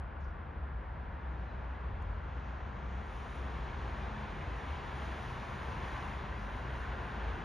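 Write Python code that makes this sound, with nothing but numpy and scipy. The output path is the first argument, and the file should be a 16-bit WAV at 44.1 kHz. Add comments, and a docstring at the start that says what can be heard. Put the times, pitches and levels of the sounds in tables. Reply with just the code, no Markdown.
"""A steady far roar of city traffic over a deep exhaust rumble, heard from a wooded park on a phone.
Roar and rumble are coloured noise. Nearer cars swell from about three seconds on: their noise brightens
with hiss as they come close, narrow bands of noise drift in pitch, and gliding sines make engines drone.
A few dry leaves tick close to the microphone as filtered noise bursts; a far bird gives one faint sine peep."""
import sys
import numpy as np
from scipy import signal
from scipy.fft import rfft, irfft
from scipy.io import wavfile
from scipy.ndimage import uniform_filter1d

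SR = 44100
rng = np.random.default_rng(int(sys.argv[2]) if len(sys.argv) > 2 else 0)


def inscribe(sig):
    """Save sig as 16-bit PCM at rate SR to the path in sys.argv[1].

    A 1-D sig is mono; a 2-D sig holds one channel per row.
    Samples are clipped to [-1, 1] before scaling.
    """
    pcm = np.round(np.clip(np.atleast_2d(sig).T, -1, 1) * 32767)
    wavfile.write(sys.argv[1], SR, pcm.astype(np.int16))


N = 328104  # samples, about 7.4 s

# Levels below are in dB before any trim or wander added by the function that plays them.

# Nearer cars going by. Each row: closest at in seconds, time to fade in seconds,
# tyre roar level in dB, hiss level in dB.
CAR_PASSES = [(1.45, 0.18, -63, -81), (1.85, 0.27, -54.5, -94), (2.47, 0.18, -59, -76),
              (3.2, 0.33, -62, -69), (3.619, 0.35, -57, -70.5), (4.05, 0.65, -48.5, -70.5),
              (5.12, 0.69, -47.5, -64), (5.931, 0.32, -47, -64), (6.8, 0.45, -48, -68),
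              (7.32, 0.33, -46.5, -70)]
# Narrow bands of noise that swell, drift in pitch and fade, like reflections off the ground.
# Each row: strongest at in seconds, time to fade in seconds, pitch in Hz,
# band width in Hz, glide in Hz per second, level in dB.
GLIDING_BANDS = [(.15, .3, 1424, 60, -60.5, -62.5), (.8, .3, 740, 50.2, 70.5, -62.5),
                 (1.25, 0.28, 1670, 70, 0.5, -67), (2.299, 0.4, 1385, 55, -45, -62.5),
                 (6.0, 0.29, 1040, 191, -78, -53.5), (7.0, 0.51, 1483, 171, -59, -55)]
# Upper edge of the hiss: mostly climbs, jumps near three seconds, drops back at the end.
# Each row: time in seconds, edge in Hz.
HISS_UPPER_EDGE = [(0, 6500), (2.2, 6570), (2.4, 7430), (2.85, 7950), (3.1, 11200), (3.8, 10010),
                   (4.4, 10500), (5.1, 12190), (6.7, 13030), (7.44, 10000)]
# Spectrum of the nearer tyre roar. Each row: frequency in Hz, relative level in dB.
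CAR_SPECTRUM = [(110, -11), (200, 1), (290, -4.5), (370, -0.5), (560, -6), (780, -1), (1030, 1), (1250, -4),
                (1800, -5), (2300, -9.5), (3400, -15), (5000, -27.5), (7500, -34), (12000, -59)]
# Spectrum of the tyre hiss. Each row: frequency in Hz, relative level in dB.
HISS_SPECTRUM = [(3000, -13), (4800, 4), (6000, 14), (7300, 5.5), (8100, -2.5), (9100, 12), (10400, 13),
                 (12000, -1.5)]
# One heavy engine leading the rumble. Each row: time in seconds, firing rate in Hz, level in dB.
HEAVY_ENGINE = [(.5, 56.8, -41), (.6, 58.4, -42), (1.05, 62.9, -42.5), (1.3, 62.34, -36.5),
                (1.55, 60, -43.5), (1.72, 62.2, -38), (1.9, 64.8, -41.5), (2.12, 63.2, -54),
                (2.27, 62.3, -37), (2.72, 62, -48), (2.95, 63.1, -34.5), (3.1, 66.07, -49), (3.3, 68, -38),
                (3.5, 64.35, -46), (3.72, 62.1, -41), (3.9, 59.7, -50), (4.08, 58.5, -41.5),
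                (4.28, 57, -53), (4.55, 59.3, -38), (4.75, 67.7, -50), (4.95, 66, -36), (5.15, 64, -47.5),
                (5.8, 70, -55), (6.06, 69, -35), (6.2, 64.24, -47), (6.8, 60, -39), (7.08, 58.6, -47),
                (7.25, 58, -37), (7.44, 57, -53)]
# Other engines heard for a while. Each row: start in seconds, length in seconds,
# first firing rate in Hz, last firing rate in Hz, level in dB.
ENGINE_DRONES = [(0.156, 0.63, 73.5, 79, -47), (1.801, 0.52, 53.16, 48.32, -42),
                 (1.822, 0.48, 87, 85.8, -50), (2.727, .42, 191, 197, -56),
                 (3.223, 0.72, 158, 147.3, -53.5), (3.502, 0.9, 122.5, 139.3, -52),
                 (3.897, 0.55, 203.7, 212.5, -52), (4.2, 1.33, 143, 125, -53.5),
                 (4.55, 0.24, 73.4, 77, -38), (5.101, 2.1, 129, 121.3, -51.5),
                 (5.3, 1.37, 195.1, 211.9, -56.5), (6.22, 0.43, 49, 51.7, -40.5),
                 (6.76, 0.32, 117, 112.4, -48.5), (7.12, 0.41, 52.8, 52, -46)]
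# Exhaust rumble of heavy traffic. Each row: time in seconds, level in dB.
RUMBLE_LEVEL_DB = [(0, -36), (.1, -48), (.28, -39.5), (.48, -48.5), (.62, -41), (1.8, -47), (1.92, -40.5),
                   (2.14, -45.5), (3.5, -44), (3.78, -41.5), (4.28, -45), (5.08, -44.5), (5.5, -45.5),
                   (6.07, -43.5), (6.6, -48), (6.9, -42), (7.1, -44.5), (7.44, -45)]
# Spectrum of the exhaust rumble. Each row: frequency in Hz, relative level in dB.
RUMBLE_SPECTRUM = [(28, -19.5), (40, -6), (50, -0.5), (63, 0.5), (76, 0), (92, -11), (130, -28.5),
                   (250, -43.5), (600, -99.5)]
# Far roar. Each row: time in seconds, level in dB.
FAR_LEVEL_DB = [(0, -47.5), (.5, -48), (1.3, -47), (2.4, -47), (7.44, -46.5)]
# Spectrum of the far roar. Each row: frequency in Hz, relative level in dB.
FAR_SPECTRUM = [(110, -0.5), (180, -6.5), (280, -14), (420, -15.5), (500, -13.5), (570, -15), (1000, -12.5),
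                (1250, -16), (1650, -17.5), (2100, -24.5), (3500, -39), (5000, -53), (7500, -69.5),
                (9300, -62), (12500, -66)]
# Dry leaves close by. Each row: start in seconds, level in dB, pitch in Hz,
# half width of the band as a share of the pitch, decay in seconds.
LEAF_TICKS = [(.2, -74.5, 5800, .2, 0.027), (.236, -71.5, 5300, .14, .02), (.268, -77, 5100, .16, .035),
              (2.023, -59.5, 8000, .42, 0.002), (2.237, -70, 9600, .3, 0.0018)]
# Likeness of the two microphone ports for far sound. Each row: frequency in Hz, coherence from 0 to 1.
FAR_COHERENCE = [(90, .92), (250, .82), (450, .74), (750, .52), (900, .25), (1150, .25), (1400, .85),
                 (2000, .97), (4500, .94), (10000, .75)]
# Likeness of the two ports for the nearer cars. Each row: frequency in Hz, coherence from 0 to 1.
CAR_COHERENCE = [(100, .99), (420, .94), (600, .78), (1000, .78), (1250, .7), (1500, .94), (2200, .98),
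                 (4400, .94), (5200, .995), (6550, .995), (7200, .86), (7900, .998), (9000, .998),
                 (9600, .91), (11000, .84), (12000, .66)]
# Balance of the far sound. Each row: frequency in Hz, left minus right in dB.
FAR_LEAN = [(80, 1), (220, 1.5), (400, 3), (700, 4.5), (950, 6.5), (1120, 4), (1550, -2), (3000, 0)]
# Balance of the nearer cars. Each row: frequency in Hz, left minus right in dB.
CAR_LEAN = [(100, 3), (700, -1.5), (950, 3), (1250, 2.5), (1600, 0), (2500, -.4), (9000, 0), (12000, 1.5)]
# Phase between the ports. Each row: frequency in Hz, radians by which left leads.
PORT_LEAD = [(60, .03), (600, .1), (880, .35), (1100, 0), (1320, -.9), (2000, 0), (3200, .52), (4500, .3),
             (5100, 0), (6700, 0), (7250, 1.1), (7750, 3.14), (9050, 3.14), (9900, 2.35), (12000, 2.15)]

FRAME = 2048  # samples in a spectrum frame; frames overlap by half
TIME = np.arange(N) / SR
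FRAME_TIME = np.arange(0, N + FRAME // 2, FRAME // 2) / SR
BIN_HZ = np.maximum(np.arange(FRAME // 2 + 1) * SR / FRAME, 1)[:, None]
WHOLE_HZ = np.maximum(np.arange(N // 2 + 1) * SR / N, 1)  # bins of one spectrum over the whole scene
OPPOSITE = np.array([[1], [-1]])  # left and right with opposite signs

ROAR_FALLOFF, HISS_FALLOFF = 1.34, 1.84  # powers of distance: hiss dies away sooner than roar
PATCHY_DB = 0.9  # depth of the patchy fading that moving air gives the tyre noise
SPEED_WANDER = 0.014  # share by which an engine's speed wanders
DRONE_ATTACK_S, DRONE_RELEASE_S = 0.13, 0.11
TOP_HZ = 12200  # upper limit of the phone


def undb(db):
    """Decibels to gain."""
    return 10 ** (np.asarray(db) / 20)


def curve(table, t, axis=1):
    """One column of a time table at times t."""
    table = np.asarray(table)
    return np.interp(t, table[:, 0], table[:, axis])


def over_hz(table, at=BIN_HZ):
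    """A frequency table joined by straight lines on a log frequency axis."""
    hz, value = np.transpose(table)
    return np.interp(np.log(at), np.log(hz), value)


def walk(rate):
    """Smooth chance with spread 1, changing about rate times a second."""
    k = int(SR / rate)
    held = np.repeat(rng.standard_normal(N // k + 2), k)
    smooth = uniform_filter1d(uniform_filter1d(held, k), k)[:N]
    return smooth / smooth.std()


def colour(table, low_hz):
    """Gain per bin with unit mean power, falling steeply under low_hz."""
    low_cut = 1 + (low_hz / BIN_HZ) ** 4
    gain = undb(over_hz(table)) / low_cut
    return gain / np.sqrt(np.mean(gain ** 2))


def at_ports(gain, likeness, balance):
    """Noise of a given colour arriving from many directions at two ports; unit gain gives rms near 1."""
    alike = np.clip(over_hz(likeness), 0, 1)
    common, apart = signal.stft(rng.standard_normal((2, N)), SR, nperseg=FRAME)[2]
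    # the larger the common share, the more alike the ports
    common = common * np.sqrt((1 + alike) / 2)
    apart = apart * np.sqrt((1 - alike) / 2)
    lean = undb(over_hz(balance) / 2) * np.exp(0.5j * over_hz(PORT_LEAD))
    pair = np.array([(common + apart) * lean, (common - apart) / lean])
    return signal.istft(gain * pair, SR, nperseg=FRAME)[1][:, :N]


def patches(width_hz=260, length_s=0.09):
    """Moving air strengthens some bands for a moment and thins others: smooth chance with spread 1."""
    field = rng.standard_normal((len(BIN_HZ), len(FRAME_TIME)))
    bins = max(int(width_hz * FRAME / SR), 1)
    frames = max(int(length_s / FRAME_TIME[1]), 1)
    field = uniform_filter1d(uniform_filter1d(field, bins, axis=0), frames, axis=1)
    return field / field.std()


def passing(level_db, falloff):
    """Summed level of the cars in dB; each swells as it nears and fades with a power of its distance."""
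    at_s, fade_s = np.transpose(CAR_PASSES)[:2]
    distance = np.hypot(1, (TIME[:, None] - at_s) / fade_s)  # 1 at the closest point
    power = (undb(level_db) / distance ** falloff) ** 2
    return 10 * np.log10(np.sum(power, axis=1))


def roar_level():
    """Tyre roar of all the nearer cars, in dB before trim."""
    return passing([car[2] for car in CAR_PASSES], ROAR_FALLOFF)


def hiss_level():
    """Tyre hiss of all the nearer cars, in dB before trim."""
    return passing([car[3] for car in CAR_PASSES], HISS_FALLOFF)


def near_cars(db=1.0, open_db=-17.5, treble_share=0.33, dull_hz=1700):
    """Nearer tyre roar; its treble dulls while the hiss is weak beside it, more with each octave."""
    level_db = roar_level()
    # hiss standing open_db from the roar leaves the treble as it is
    openness_db = np.interp(FRAME_TIME, TIME, hiss_level() - level_db - open_db)
    treble_db = treble_share * openness_db
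    octaves = np.log2(1 + (BIN_HZ / dull_hz) ** 2) / 2  # counted smoothly upward from dull_hz
    gain = colour(CAR_SPECTRUM, low_hz=91) * undb(octaves * treble_db + PATCHY_DB * patches())
    return at_ports(gain, CAR_COHERENCE, CAR_LEAN) * undb(level_db + db)


def hiss(db=-6.5, flicker_db=1.5):
    """Thin tyre hiss, strongest while a car is closest, with a steep upper edge that moves in time."""
    edge = 1 / np.hypot(1, (BIN_HZ / curve(HISS_UPPER_EDGE, FRAME_TIME)) ** 20)
    gain = colour(HISS_SPECTRUM, low_hz=3000) * edge * undb(PATCHY_DB * patches())
    air = at_ports(gain, CAR_COHERENCE, CAR_LEAN)
    return air * undb(hiss_level() + db + flicker_db * walk(13))


def gliding_band(at_s, fade_s, hz, width_hz, glide_hz_per_s, db):
    """A narrow band of noise swells, drifts in pitch and fades, like a reflection off the ground."""
    centre = hz + glide_hz_per_s * (FRAME_TIME - at_s)
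    band = np.exp(-((BIN_HZ - centre) / width_hz) ** 2)
    noise = at_ports(band / np.sqrt(np.mean(band ** 2)), CAR_COHERENCE, CAR_LEAN)
    distance = np.hypot(1, (TIME - at_s) / fade_s)
    return noise * undb(db) / distance ** ROAR_FALLOFF


def firing(hz, overtone_db):
    """An engine's firing tone and its octave, at a speed that wanders a little."""
    phase = 2 * np.pi * np.cumsum(hz * (1 + SPEED_WANDER * walk(18))) / SR
    return np.sin(phase) + undb(overtone_db) * np.sin(2 * phase)


def engine(start_s, length_s, first_hz, last_hz, db, flutter_db=2.0, overtone_db=-18):
    """A drone gliding with the engine's speed, fading in and out; reflections make it flutter."""
    t = TIME - start_s
    drone = firing(np.interp(t, [0, length_s], [first_hz, last_hz]), overtone_db)
    fade = np.clip(np.minimum(t / DRONE_ATTACK_S, (length_s - t) / DRONE_RELEASE_S), 0, 1)
    return drone * fade * undb(db + flutter_db * walk(14))


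def heavy_engine(db=-0.7, flutter_db=1.2, overtone_db=-22):
    """A deep drone that follows the engine's speed and surges unevenly, about twice a second."""
    drone = firing(curve(HEAVY_ENGINE, TIME), overtone_db)
    sounding = 1.0 * (TIME >= HEAVY_ENGINE[0][0])
    fade = uniform_filter1d(sounding, SR // 10)
    return drone * fade * undb(curve(HEAVY_ENGINE, TIME, axis=2) + db + flutter_db * walk(21))


def rumble(db=0.4, steady=0.67, side_db=-25, surge_db=0.04):
    """Many exhausts beat against each other near 60 Hz; waves this long reach both ports alike."""
    gain = undb(over_hz(RUMBLE_SPECTRUM, WHOLE_HZ))
    mid, side = irfft(gain * rfft(rng.standard_normal((2, N))), N)
    # a handful of engines beat less deeply than pure noise does
    swell = uniform_filter1d(np.abs(signal.hilbert(mid)), SR // 20)
    mid = mid / swell ** steady
    pair = mid / mid.std() + undb(side_db) * side / side.std() * OPPOSITE
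    return pair * undb(curve(RUMBLE_LEVEL_DB, TIME) + db + surge_db * walk(6.3))


def far_roar(waver_db=0.08):
    """Countless far tyres and engines, dulled by the air and scattered by the trees."""
    roar = at_ports(colour(FAR_SPECTRUM, low_hz=66), FAR_COHERENCE, FAR_LEAN)
    return roar * undb(curve(FAR_LEVEL_DB, TIME) + waver_db * walk(3))


def leaves(attack_share=0.28):
    """Each dry leaf crackles in one broad resonance; the shorter the burst, the sharper it starts."""
    out = np.zeros(N)
    t = np.arange(SR // 4) / SR
    for start_s, db, hz, width, decay_s in LEAF_TICKS:
        edges_hz = np.clip([hz * (1 - width), hz * (1 + width)], SR / 100, SR / 3)
        band = signal.butter(2, edges_hz, "band", fs=SR, output="sos")
        burst = signal.sosfilt(band, rng.standard_normal(len(t)))
        shape = np.exp(-t / decay_s) * (1 - np.exp(-t / (attack_share * decay_s)))
        i = int(start_s * SR)
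        out[i:i + len(t)] += undb(db) * burst / burst.std() * shape
    lead = over_hz(PORT_LEAD, WHOLE_HZ)
    return irfft(rfft(out) * np.exp(0.5j * lead * OPPOSITE), N)


def bird(at_s=1.492, length_s=0.029, hz=4030, sink_hz_per_s=1800, db=-73):
    """One short, slightly falling peep from far off: a sine under a bell-shaped swell."""
    t = TIME - at_s
    swell = np.exp(-(t / length_s) ** 2)
    return undb(db) * swell * np.sin(2 * np.pi * (hz - sink_hz_per_s * t / 2) * t)


def scene(bass_pan_db=0.85):
    """All the traffic, its bass leaning a little to the left, and the small sounds of the park."""
    tyres = near_cars() + hiss() + sum(gliding_band(*band) for band in GLIDING_BANDS)
    bass = heavy_engine() + sum(engine(*drone) for drone in ENGINE_DRONES) + rumble()
    bass = bass * undb(bass_pan_db * OPPOSITE / 2)
    return tyres + bass + far_roar() + leaves() + bird()


def record(dry):
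    """The phone cuts the deepest bass and the top."""
    low_cut = signal.butter(4, 32, "high", fs=SR, output="sos")
    top_cut = signal.ellip(8, 0.2, 70, TOP_HZ, fs=SR, output="sos")
    return signal.sosfilt(top_cut, signal.sosfilt(low_cut, dry))


dry = scene()
out = record(dry)
inscribe(out)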